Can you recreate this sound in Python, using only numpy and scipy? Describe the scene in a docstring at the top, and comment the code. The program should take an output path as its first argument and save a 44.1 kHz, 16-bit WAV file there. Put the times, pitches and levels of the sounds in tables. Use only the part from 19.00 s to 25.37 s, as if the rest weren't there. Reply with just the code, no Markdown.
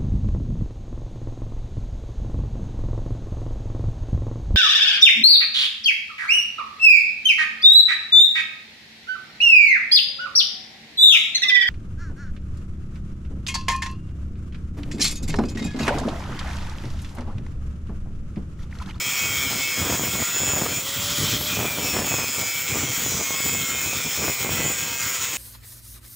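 """An angle grinder cuts a steel bar close to a mono microphone: grit noise and a rim pattern that repeats every turn.
Over it shaft orders whine as sines, and gusts thrown by the disc buffet the microphone as low noise and puffs.
At 1.8 s the disc lifts and speeds up: the rasp takes its free colour, motor hum and fan tones stand out.
Near 2.5 s it bites again, slows down, and cuts with fresh singing orders and gusts to the end."""
import sys
import numpy as np
from scipy import signal
from scipy.fft import rfft, irfft, next_fast_len
from scipy.io import wavfile
from scipy.ndimage import uniform_filter1d, map_coordinates

SR = 44100
rng = np.random.default_rng(int(sys.argv[2]) if len(sys.argv) > 2 else 0)


def waveform_to_disk(signal):
    """Save audio, clipped to [-1, 1], as 16-bit WAV at the path in sys.argv[1]."""
    frames = np.transpose(np.atleast_2d(signal))
    scaled = np.clip(frames, -1, 1) * 32767
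    samples = np.round(scaled).astype(np.int16)
    wavfile.write(sys.argv[1], SR, samples)


def magnitude_from_level(level_db):
    """Linear magnitude for a level in decibels (20 dB per decade)."""
    exponent = np.asarray(level_db, float) / 20
    return 10 ** exponent


N = 280917

# disc speed: time_s, speed_turns_per_s
DISC_SPEED = [(0.0, 140.5), (0.2, 140), (0.3, 139.3), (0.5, 138.4), (0.62, 137.4), (0.8, 137.3),
              (0.95, 135.7), (1.1, 137.2), (1.25, 137.8), (1.4, 139.6), (1.6, 139.7), (1.78, 140.6),
              (1.84, 145.0), (2.0, 153.8), (2.2, 159.5), (2.4, 161.8), (2.52, 162.3), (2.61, 161.8),
              (2.7, 159.1), (2.9, 152.2), (3.0, 146.1), (3.1, 142.4), (3.3, 137.0), (3.45, 135.7),
              (3.75, 134.0), (4.1, 134.6), (4.42, 135.9), (4.7, 134.2), (5.0, 133.55), (5.4, 133.2),
              (5.65, 132.5), (5.88, 133.85), (6.1, 133.5), (6.37, 132.1)]
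# firmness of the rim in the cut: time_s, contact_0_to_1
RIM_CONTACT = [(0, 0.77), (1.78, 0.84), (1.86, 0.33), (2.47, 0.08), (2.53, 0.57), (2.95, 0.77), (3.1, 0.86),
               (6.37, 0.82)]
# rasp level before fluctuations: time_s, level_db
RASP_LEVEL = [(0, -33.5), (0.8, -33.5), (1.0, -35.5), (1.5, -33.5), (1.79, -35), (1.84, -37.5), (1.88, -32),
              (1.92, -37), (1.95, -34), (2.15, -29.5), (2.36, -30), (2.39, -35.5), (2.45, -34),
              (2.49, -31.5), (2.65, -35), (3.7, -34.5), (4.36, -34.5), (5.75, -34.5), (6.37, -34)]
# rasp spectrum in the cut, relative: freq_hz, density_db_per_hz
CUT_SPECTRUM = [(210, -30), (350, -6.5), (600, -8.5), (1300, -5.5), (1800, -8), (2800, -8), (3850, -1),
                (4750, -13), (6200, -6), (8000, -10), (10500, -19), (12000, -20), (13800, -20), (14600, -4),
                (15800, -2.5)]
# rasp spectrum running free, relative: freq_hz, density_db_per_hz
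FREE_SPECTRUM = [(410, -52), (700, -15.5), (1040, -12), (1170, -6), (1730, -16), (1920, -10), (2660, -13),
                 (3200, 2), (4300, -8), (7300, -9), (8000, -16), (10400, -46), (17600, -120)]
# resonances and notches of bar, guard and disc: center_hz, width_hz, gain_db
RESONANCES = [(1394, 270, 6.5), (2203, 950, 11), (2550, 320, 7), (3100, 530, 5), (5176, 220, 10.5),
              (5550, 210, 8), (6620, 450, 4.5), (7017, 390, 13.5), (7670, 430, 11.5), (8530, 170, 8),
              (9700, 430, 4), (12700, 500, 5), (14900, 520, 5), (2890, 160, -6.5), (3840, 165, -24),
              (6040, 200, -2)]
# shaft orders that sing out, before flutter: start_s, order_per_turn, length_s, peak_db
SINGING_ORDERS = [(-0.05, 17, 0.85, -34), (-0.05, 37, 0.99, -35.5), (1.04, 37, 0.7, -42),
                  (-0.05, 50, 0.26, -35), (0.01, 23, 0.39, -33.5), (0.023, 18, 0.3, -34),
                  (0, 14, 0.42, -42), (-0.05, 16, 0.87, -31.5), (0.616, 19, 0.12, -32.5),
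                  (0.502, 24, 1, -39.5), (0.867, 48, 0.16, -30), (0.94, 52, 0.13, -30),
                  (1.01, 16, 0.2, -34.5), (1.1, 10, 0.3, -47), (1.108, 50, 0.22, -30.5),
                  (1.327, 50, 0.3, -25), (1.32, 52, 0.22, -30), (1.334, 19, 0.23, -35.5),
                  (1.33, 49, 0.21, -28.5), (1.48, 51, 0.19, -33), (1.688, 17, 0.12, -30.5),
                  (1.734, 50, 0.08, -29), (2.51, 15, 0.071, -29.5), (2.52, 16, 0.2, -39),
                  (2.642, 15, 0.14, -31.5), (2.802, 15, 0.1, -33), (2.8, 17, 0.23, -34.5),
                  (2.95, 19, 0.7, -43), (2.818, 36, 0.2, -35), (2.83, 37, 0.73, -35.5),
                  (2.93, 48, 0.27, -30.5), (3.03, 16, 1, -39.5), (3.072, 49, 0.12, -35),
                  (3.07, 50, 0.49, -37), (3.08, 18, 0.21, -33), (3.09, 46, 0.18, -33),
                  (3.346, 17, 0.28, -35), (3.34, 52, 0.6, -39.5), (3.467, 39, 0.24, -40),
                  (3.693, 18, 0.12, -32), (3.72, 53, 0.53, -37), (3.73, 49, 0.45, -36),
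                  (3.72, 44, 0.22, -41), (4.05, 44, 0.29, -36), (3.7, 54, 0.5, -36), (3.816, 24, 0.93, -38),
                  (4.0, 8, 0.42, -43), (4.02, 52, 0.12, -27.5), (4.14, 48, 0.19, -35),
                  (4.21, 16, 0.64, -32.5), (4.1, 37, 0.44, -39), (4.386, 52, 0.24, -29.5),
                  (4.458, 53, 0.39, -30.5), (4.36, 19, 0.27, -37), (4.722, 18, 0.78, -37.5),
                  (4.744, 19, 0.2, -33), (4.82, 17, 0.26, -38.5), (4.8, 52, 0.2, -35),
                  (4.98, 39, 0.39, -37), (5.01, 24, 0.18, -34.5), (5.183, 16, 0.33, -35.5),
                  (5.19, 52, 0.59, -35.5), (5.15, 19, 0.22, -41), (5.47, 20, 0.17, -37),
                  (5.5, 19, 0.68, -41.5), (5.6, 16, 0.49, -38.5), (5.51, 49, 0.46, -40),
                  (5.56, 15, 0.17, -36), (5.59, 53, 0.15, -26.5), (5.595, 12, 0.62, -47),
                  (5.6, 51, 0.57, -40), (5.75, 8, 0.67, -49), (5.85, 7, 0.52, -48), (5.85, 52, 0.43, -38)]
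# orders that come and go faintly in the cut: order_per_turn, usual_peak_db
FAINT_ORDERS = [(8, -55), (10, -53), (16, -45.5), (17, -45), (18, -45.5), (19, -48), (20, -47.5), (23, -45),
                (37, -48), (49, -43.5), (50, -42), (51, -41), (52, -41), (53, -41), (54, -43), (55, -44),
                (57, -42), (58, -45.5)]
# gusts on the microphone: start_s, length_s, buffet_db, puff_db
GUSTS = [(0.207, 0.27, -37.5, -47), (0.496, 0.13, -35.5, -41.5), (0.775, 0.11, -33, -34),
         (0.893, 0.057, -30.5, -30), (0.965, 0.14, -32, -38.5), (1.12, 0.11, -32, -37),
         (1.342, 0.039, -36, -41), (1.397, 0.14, -37, -36.5), (1.523, 0.15, -34, -34.5),
         (1.679, 0.12, -34, -38), (1.956, 0.22, -35.5, -50), (2.177, 0.26, -30.5, -49),
         (2.468, 0.094, -31.5, -50), (2.565, 0.11, -30, -32.5), (2.702, 0.22, -36, -38),
         (2.932, 0.14, -37, -31.5), (3.093, 0.16, -37.5, -37), (3.372, 0.081, -31.5, -38),
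         (3.693, 0.17, -30.5, -38), (3.87, 0.073, -35.5, -41.5), (3.97, 0.273, -37, -41.5),
         (4.285, 0.091, -42, -45), (4.439, 0.2, -32, -47), (4.681, 0.12, -38, -40.5),
         (4.851, 0.048, -31, -42), (4.927, 0.08, -36, -42), (5.049, 0.03, -29.5, -34.5),
         (5.175, 0.15, -36, -36), (5.395, 0.04, -38, -38.5), (5.452, 0.16, -34, -37),
         (5.595, 0.13, -35.5, -36.5), (5.753, 0.25, -42.5, -48.5)]
# low turbulence, relative: freq_hz, density_db_per_hz
BUFFET_SPECTRUM = [(15, -54), (25, -15.5), (97, 4.5), (177, 1.5), (213, -2), (274, -1), (365, -9.5),
                   (500, -9), (650, -47), (1100, -120)]
# small eddies, relative: freq_hz, density_db_per_hz
EDDY_SPECTRUM = [(60, -6), (200, -2.5), (450, 1), (900, -5), (1600, -8), (3000, -15), (6000, -56)]
# strongest puffs, below zero = suction: time_s, nominal_peak_full_scale
STRONG_PUFFS = [(0.8607, 0.17), (0.8692, -0.16), (0.908, -0.16), (0.925, 0.23), (0.9337, -0.13),
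                (0.9956, 0.24), (1.038, -0.14), (1.156, -0.2), (1.2207, 0.17), (1.226, -0.2),
                (1.4348, -0.22), (1.4784, -0.17), (1.5358, 0.24), (1.5635, -0.14), (1.587, -0.14),
                (1.6156, 0.24), (1.6213, 0.29), (1.6357, -0.2), (1.643, -0.14), (2.4132, -0.16),
                (2.572, -0.16), (2.592, 0.24), (2.6123, -0.16), (2.6297, -0.21), (2.6456, -0.17),
                (2.656, 0.13), (2.7862, 0.21), (2.9491, 0.14), (2.9684, -0.29), (2.9885, -0.22),
                (2.993, -0.24), (3.1418, 0.29), (3.1847, -0.18), (3.1914, -0.16), (3.2427, -0.18),
                (3.7577, -0.19), (4.0629, 0.21), (4.212, -0.18), (4.3071, -0.18), (4.404, -0.14),
                (4.463, 0.14), (4.5518, -0.15), (4.932, -0.15), (5.283, 0.23), (5.2985, -0.23),
                (5.448, -0.18), (5.493, 0.26), (5.6459, 0.1), (5.6537, -0.16), (5.6624, -0.18)]

BAND_LIMIT_HZ = 15740
LOADED_TURNS_PER_S = 132.5


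def unit(x):
    """Bring to rms 1."""
    return x / np.sqrt(np.mean(x ** 2) + 1e-20)


def along(points, hz):
    """Interpolate (freq_hz, value) points on a log frequency axis."""
    point_hz, value = np.transpose(points)
    return np.interp(np.log(hz + 1), np.log(point_hz + 1), value)


def curves(rows):
    """One value per sample for each column after the time."""
    time_s, *columns = np.transpose(rows)
    return [np.interp(np.arange(N) / SR, time_s, column) for column in columns]


def wobble(rate_hz):
    """A smooth random curve, rate_hz knots a second."""
    step = 32
    coarse = np.arange(0, N + step, step)
    knots = rng.standard_normal(int(N * rate_hz / SR) + 5)
    smooth = map_coordinates(knots, [coarse * rate_hz / SR])
    return np.interp(np.arange(N), coarse, smooth)


def filtered(x, response):
    """x times a response of frequency."""
    size = next_fast_len(N + 8192)
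    hz = np.fft.rfftfreq(size, 1 / SR)
    return irfft(rfft(x, size) * response(hz), size)[..., :N]


def rasp(turns, contact):
    """Rim pattern plus grit noise, both pulsing with the turn, coloured by steel and disc."""
    disc_cut_db, disc_free_db = 1, -1  # disc ring over bar ring
    hiss_level_db, hiss_free_db, hiss_flicker_db = -32, -1.5, 0.57  # spark hiss
    hiss_follow = 0.35  # share of the rasp's swings

    bar_db = curves(RASP_LEVEL)[0] + 0.19 * wobble(4.71)
    chatter_db = 0.8 * wobble(34)  # shared by the whole rasp
    disc_db = bar_db + disc_cut_db * contact + disc_free_db * (1 - contact) + 0.37 * wobble(14)
    hiss_db = hiss_level_db + hiss_free_db * (1 - contact)
    hiss_db = hiss_db + hiss_follow * (bar_db - bar_db.mean()) + hiss_flicker_db * wobble(10)

    rim = round_disc(turns, memory_turns=19.3, points_per_turn=320)
    runout_db = 1.25 * contact * round_disc(turns, memory_turns=1.7, points_per_turn=4)
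    runout_db += 0.57 * contact * np.cos(2 * np.pi * turns) + 0.21 * wobble(23)
    rim_share = np.clip(0.5 * contact, 0, 1)
    grit = rng.standard_normal(N)
    rough = np.sqrt(rim_share) * rim + np.sqrt(1 - rim_share) * grit
    bite = patchy(magnitude_from_level(runout_db) * rough, depth_db=1.37)

    def above(hz, edge_hz):
        return 1 / (1 + (edge_hz / (hz + 1)) ** 16)

    def zones(hz):  # bar, disc, hiss
        low, high = above(hz, 4200), above(hz, 8200)
        return np.array([1 - low, low - high, high * (hz < BAND_LIMIT_HZ)])

    def cut_response(hz):
        ring_db = sum(db / (1 + (2 * (hz - center) / width) ** 2) for center, width, db in RESONANCES)
        return magnitude_from_level(along(CUT_SPECTRUM, hz)) * magnitude_from_level(ring_db) * zones(hz)

    def free_response(hz):
        return magnitude_from_level(along(FREE_SPECTRUM, hz)) * zones(hz)[:2]

    cut = [unit(part) for part in filtered(bite, cut_response)]
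    free = [unit(part) for part in filtered(bite, free_response)]
    bar, disc = np.sqrt(contact) * cut[:2] + np.sqrt(1 - contact) * free
    return magnitude_from_level(chatter_db) * (magnitude_from_level(bar_db) * bar + magnitude_from_level(disc_db) * disc + magnitude_from_level(hiss_db) * cut[2])


def round_disc(turns, memory_turns, points_per_turn):
    """A random pattern around the rim that returns each turn and wears into a new one over some turns."""
    rows = rng.standard_normal((int(turns[-1]) + 2, points_per_turn))
    worn = signal.lfilter([1], [1, -np.exp(-1 / memory_turns)], rows, axis=0)
    return unit(map_coordinates(worn.ravel(), [turns * points_per_turn]))


def patchy(x, depth_db):
    """The colour shifts in random patches as the contact point wanders."""
    spectrum = signal.stft(x, nperseg=512)[2]
    field = uniform_filter1d(rng.standard_normal(spectrum.shape), size=5, axis=0)
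    field = uniform_filter1d(field, size=12, axis=1)
    return signal.istft(spectrum * magnitude_from_level(depth_db * unit(field)), nperseg=512)[1][:N]


def whine(turns, speed, contact):
    """Each singing order swells, flutters and fades; neighbours stay nearly in step, so they beat once a turn."""
    swell_s, faint_swing_db = 0.074, 4
    faint_loss_db_per_hz = 0.5  # faint orders leave the resonances as the disc speeds up
    t = np.arange(N) / SR
    out = np.zeros(N)
    faint = {round(order): db for order, db in FAINT_ORDERS}
    drift_rad = 0.021 * wobble(6)  # the high spot of the rim creeps a little
    for order in sorted({round(row[1]) for row in SINGING_ORDERS} | set(faint)):
        faint_db = faint.get(order, -120) - faint_loss_db_per_hz * (speed - LOADED_TURNS_PER_S)
        swell = contact ** 2 * magnitude_from_level(faint_db + faint_swing_db * wobble(2.96))
        for start_s, row_order, length_s, peak_db in SINGING_ORDERS:
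            if round(row_order) != order:
                continue
            edge_s = np.minimum(t - start_s, start_s + length_s - t)
            shape = np.clip(edge_s / swell_s + 0.5, 0, 1)
            swell = np.maximum(swell, magnitude_from_level(peak_db) * shape)
        phase = order * (2 * np.pi * turns + drift_rad) + 0.49 * wobble(20) + 0.5 * wobble(2.007)
        out += swell * magnitude_from_level(1.9 * wobble(16)) * np.sin(phase)
    return out


def motor(turns, speed, contact):
    """The rotor turns 37 to 10 over the disc; its hum and the 19 fan blades stand out when the load comes off."""
    hum_loaded_db, hum_free_db = -56, 15  # rms level, gain out of the cut
    fan_loaded_db, fan_free_db, fan_db_per_hz = -59, 9.5, 0.4  # last: gain over the loaded disc speed
    rotor = 2 * np.pi * turns * 37 / 10
    hum_db = hum_loaded_db + hum_free_db * (1 - contact)
    fan_db = fan_loaded_db + fan_free_db * (1 - contact)
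    fan_db = fan_db + fan_db_per_hz * np.maximum(speed - LOADED_TURNS_PER_S, 0)
    hum = magnitude_from_level(hum_db + 1.3 * wobble(9)) * np.sin(rotor + 0.39 * wobble(30))
    fan = magnitude_from_level(fan_db + 2.8 * wobble(24.95)) * np.sin(19 * rotor + 0.55 * wobble(40))
    return np.sqrt(2) * (hum + fan)


def draught(turns):
    """Lumpy low turbulence; near each turn of the disc a puff of random size pushes or sucks at the membrane."""
    buffet_db, puff_db = gusts()
    turbulence = filtered(rng.standard_normal(N), lambda hz: magnitude_from_level(along(BUFFET_SPECTRUM, hz)))
    buffet = unit(magnitude_from_level(2.7 * wobble(45)) * turbulence)

    passes = np.flatnonzero(np.diff(np.floor(turns)))
    jitter, size, sign = rng.standard_normal((3, len(passes)))
    kicks = np.zeros(N)
    place = np.clip(passes + (25 * jitter).astype(int), 0, N - 1)
    kicks[place] = np.sign(sign - 0.3) * magnitude_from_level(3.8 * size)
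    kicks = np.clip(kicks * magnitude_from_level(puff_db + 12.5), -0.1, 0.1)
    for time_s, peak in STRONG_PUFFS:  # a strong puff clears the weak ones around it
        center = round(time_s * SR)
        kicks[center - 130:center + 130] = 0
        kicks[center - 9] = peak  # the push peaks about 8 samples later
    u = np.arange(600) / SR / 0.00018
    push = u * np.exp(1 - u) - 0.1 * (u / 9) * np.exp(1 - u / 9)  # quick push, slow rebound

    lumpy = magnitude_from_level(4.5 * wobble(90)) * rng.standard_normal(N)
    eddies = unit(filtered(lumpy, lambda hz: magnitude_from_level(along(EDDY_SPECTRUM, hz))))
    return magnitude_from_level(buffet_db) * buffet + magnitude_from_level(puff_db) * eddies + np.convolve(kicks, push)[:N]


def gusts():
    """Buffet and puff levels in dB: each gust rises out of the calm, holds and falls back."""
    calm_buffet_db, calm_puff_db, lump_db = -45, -50.5, 2
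    rise_s, fall_s = 0.023, 0.059
    t = np.arange(N) / SR
    levels = np.outer(magnitude_from_level([calm_buffet_db, calm_puff_db]), np.ones(N))
    for start_s, length_s, *level_db in GUSTS:
        edge = np.minimum((t - start_s) / rise_s, (start_s + length_s - t) / fall_s)
        shape = np.clip(edge + 0.5, 0, 1)
        levels = np.maximum(levels, np.outer(magnitude_from_level(level_db), shape))
    return 20 * np.log10(levels) + lump_db * np.array([wobble(26), wobble(34)])


def scene():
    """All sources reach one microphone, carried on two equal channels."""
    speed, = curves(DISC_SPEED)
    contact = np.clip(curves(RIM_CONTACT)[0], 0, 1)
    turns = np.cumsum(speed) / SR
    mono = rasp(turns, contact) + whine(turns, speed, contact)
    mono = mono + motor(turns, speed, contact) + draught(turns)
    return np.array([mono, mono])


def roll_off(x):
    """The treble ends steeply here."""
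    return signal.sosfilt(signal.butter(12, 17110, fs=SR, output="sos"), x)


def record(dry):
    """The microphone drops the deepest bass; nothing passes above the band limit."""
    mix = filtered(dry, lambda hz: (hz < BAND_LIMIT_HZ) / np.sqrt(1 + (55 / (hz + 1)) ** 6))
    return roll_off(mix)


dry = scene()
out = record(dry)
waveform_to_disk(out)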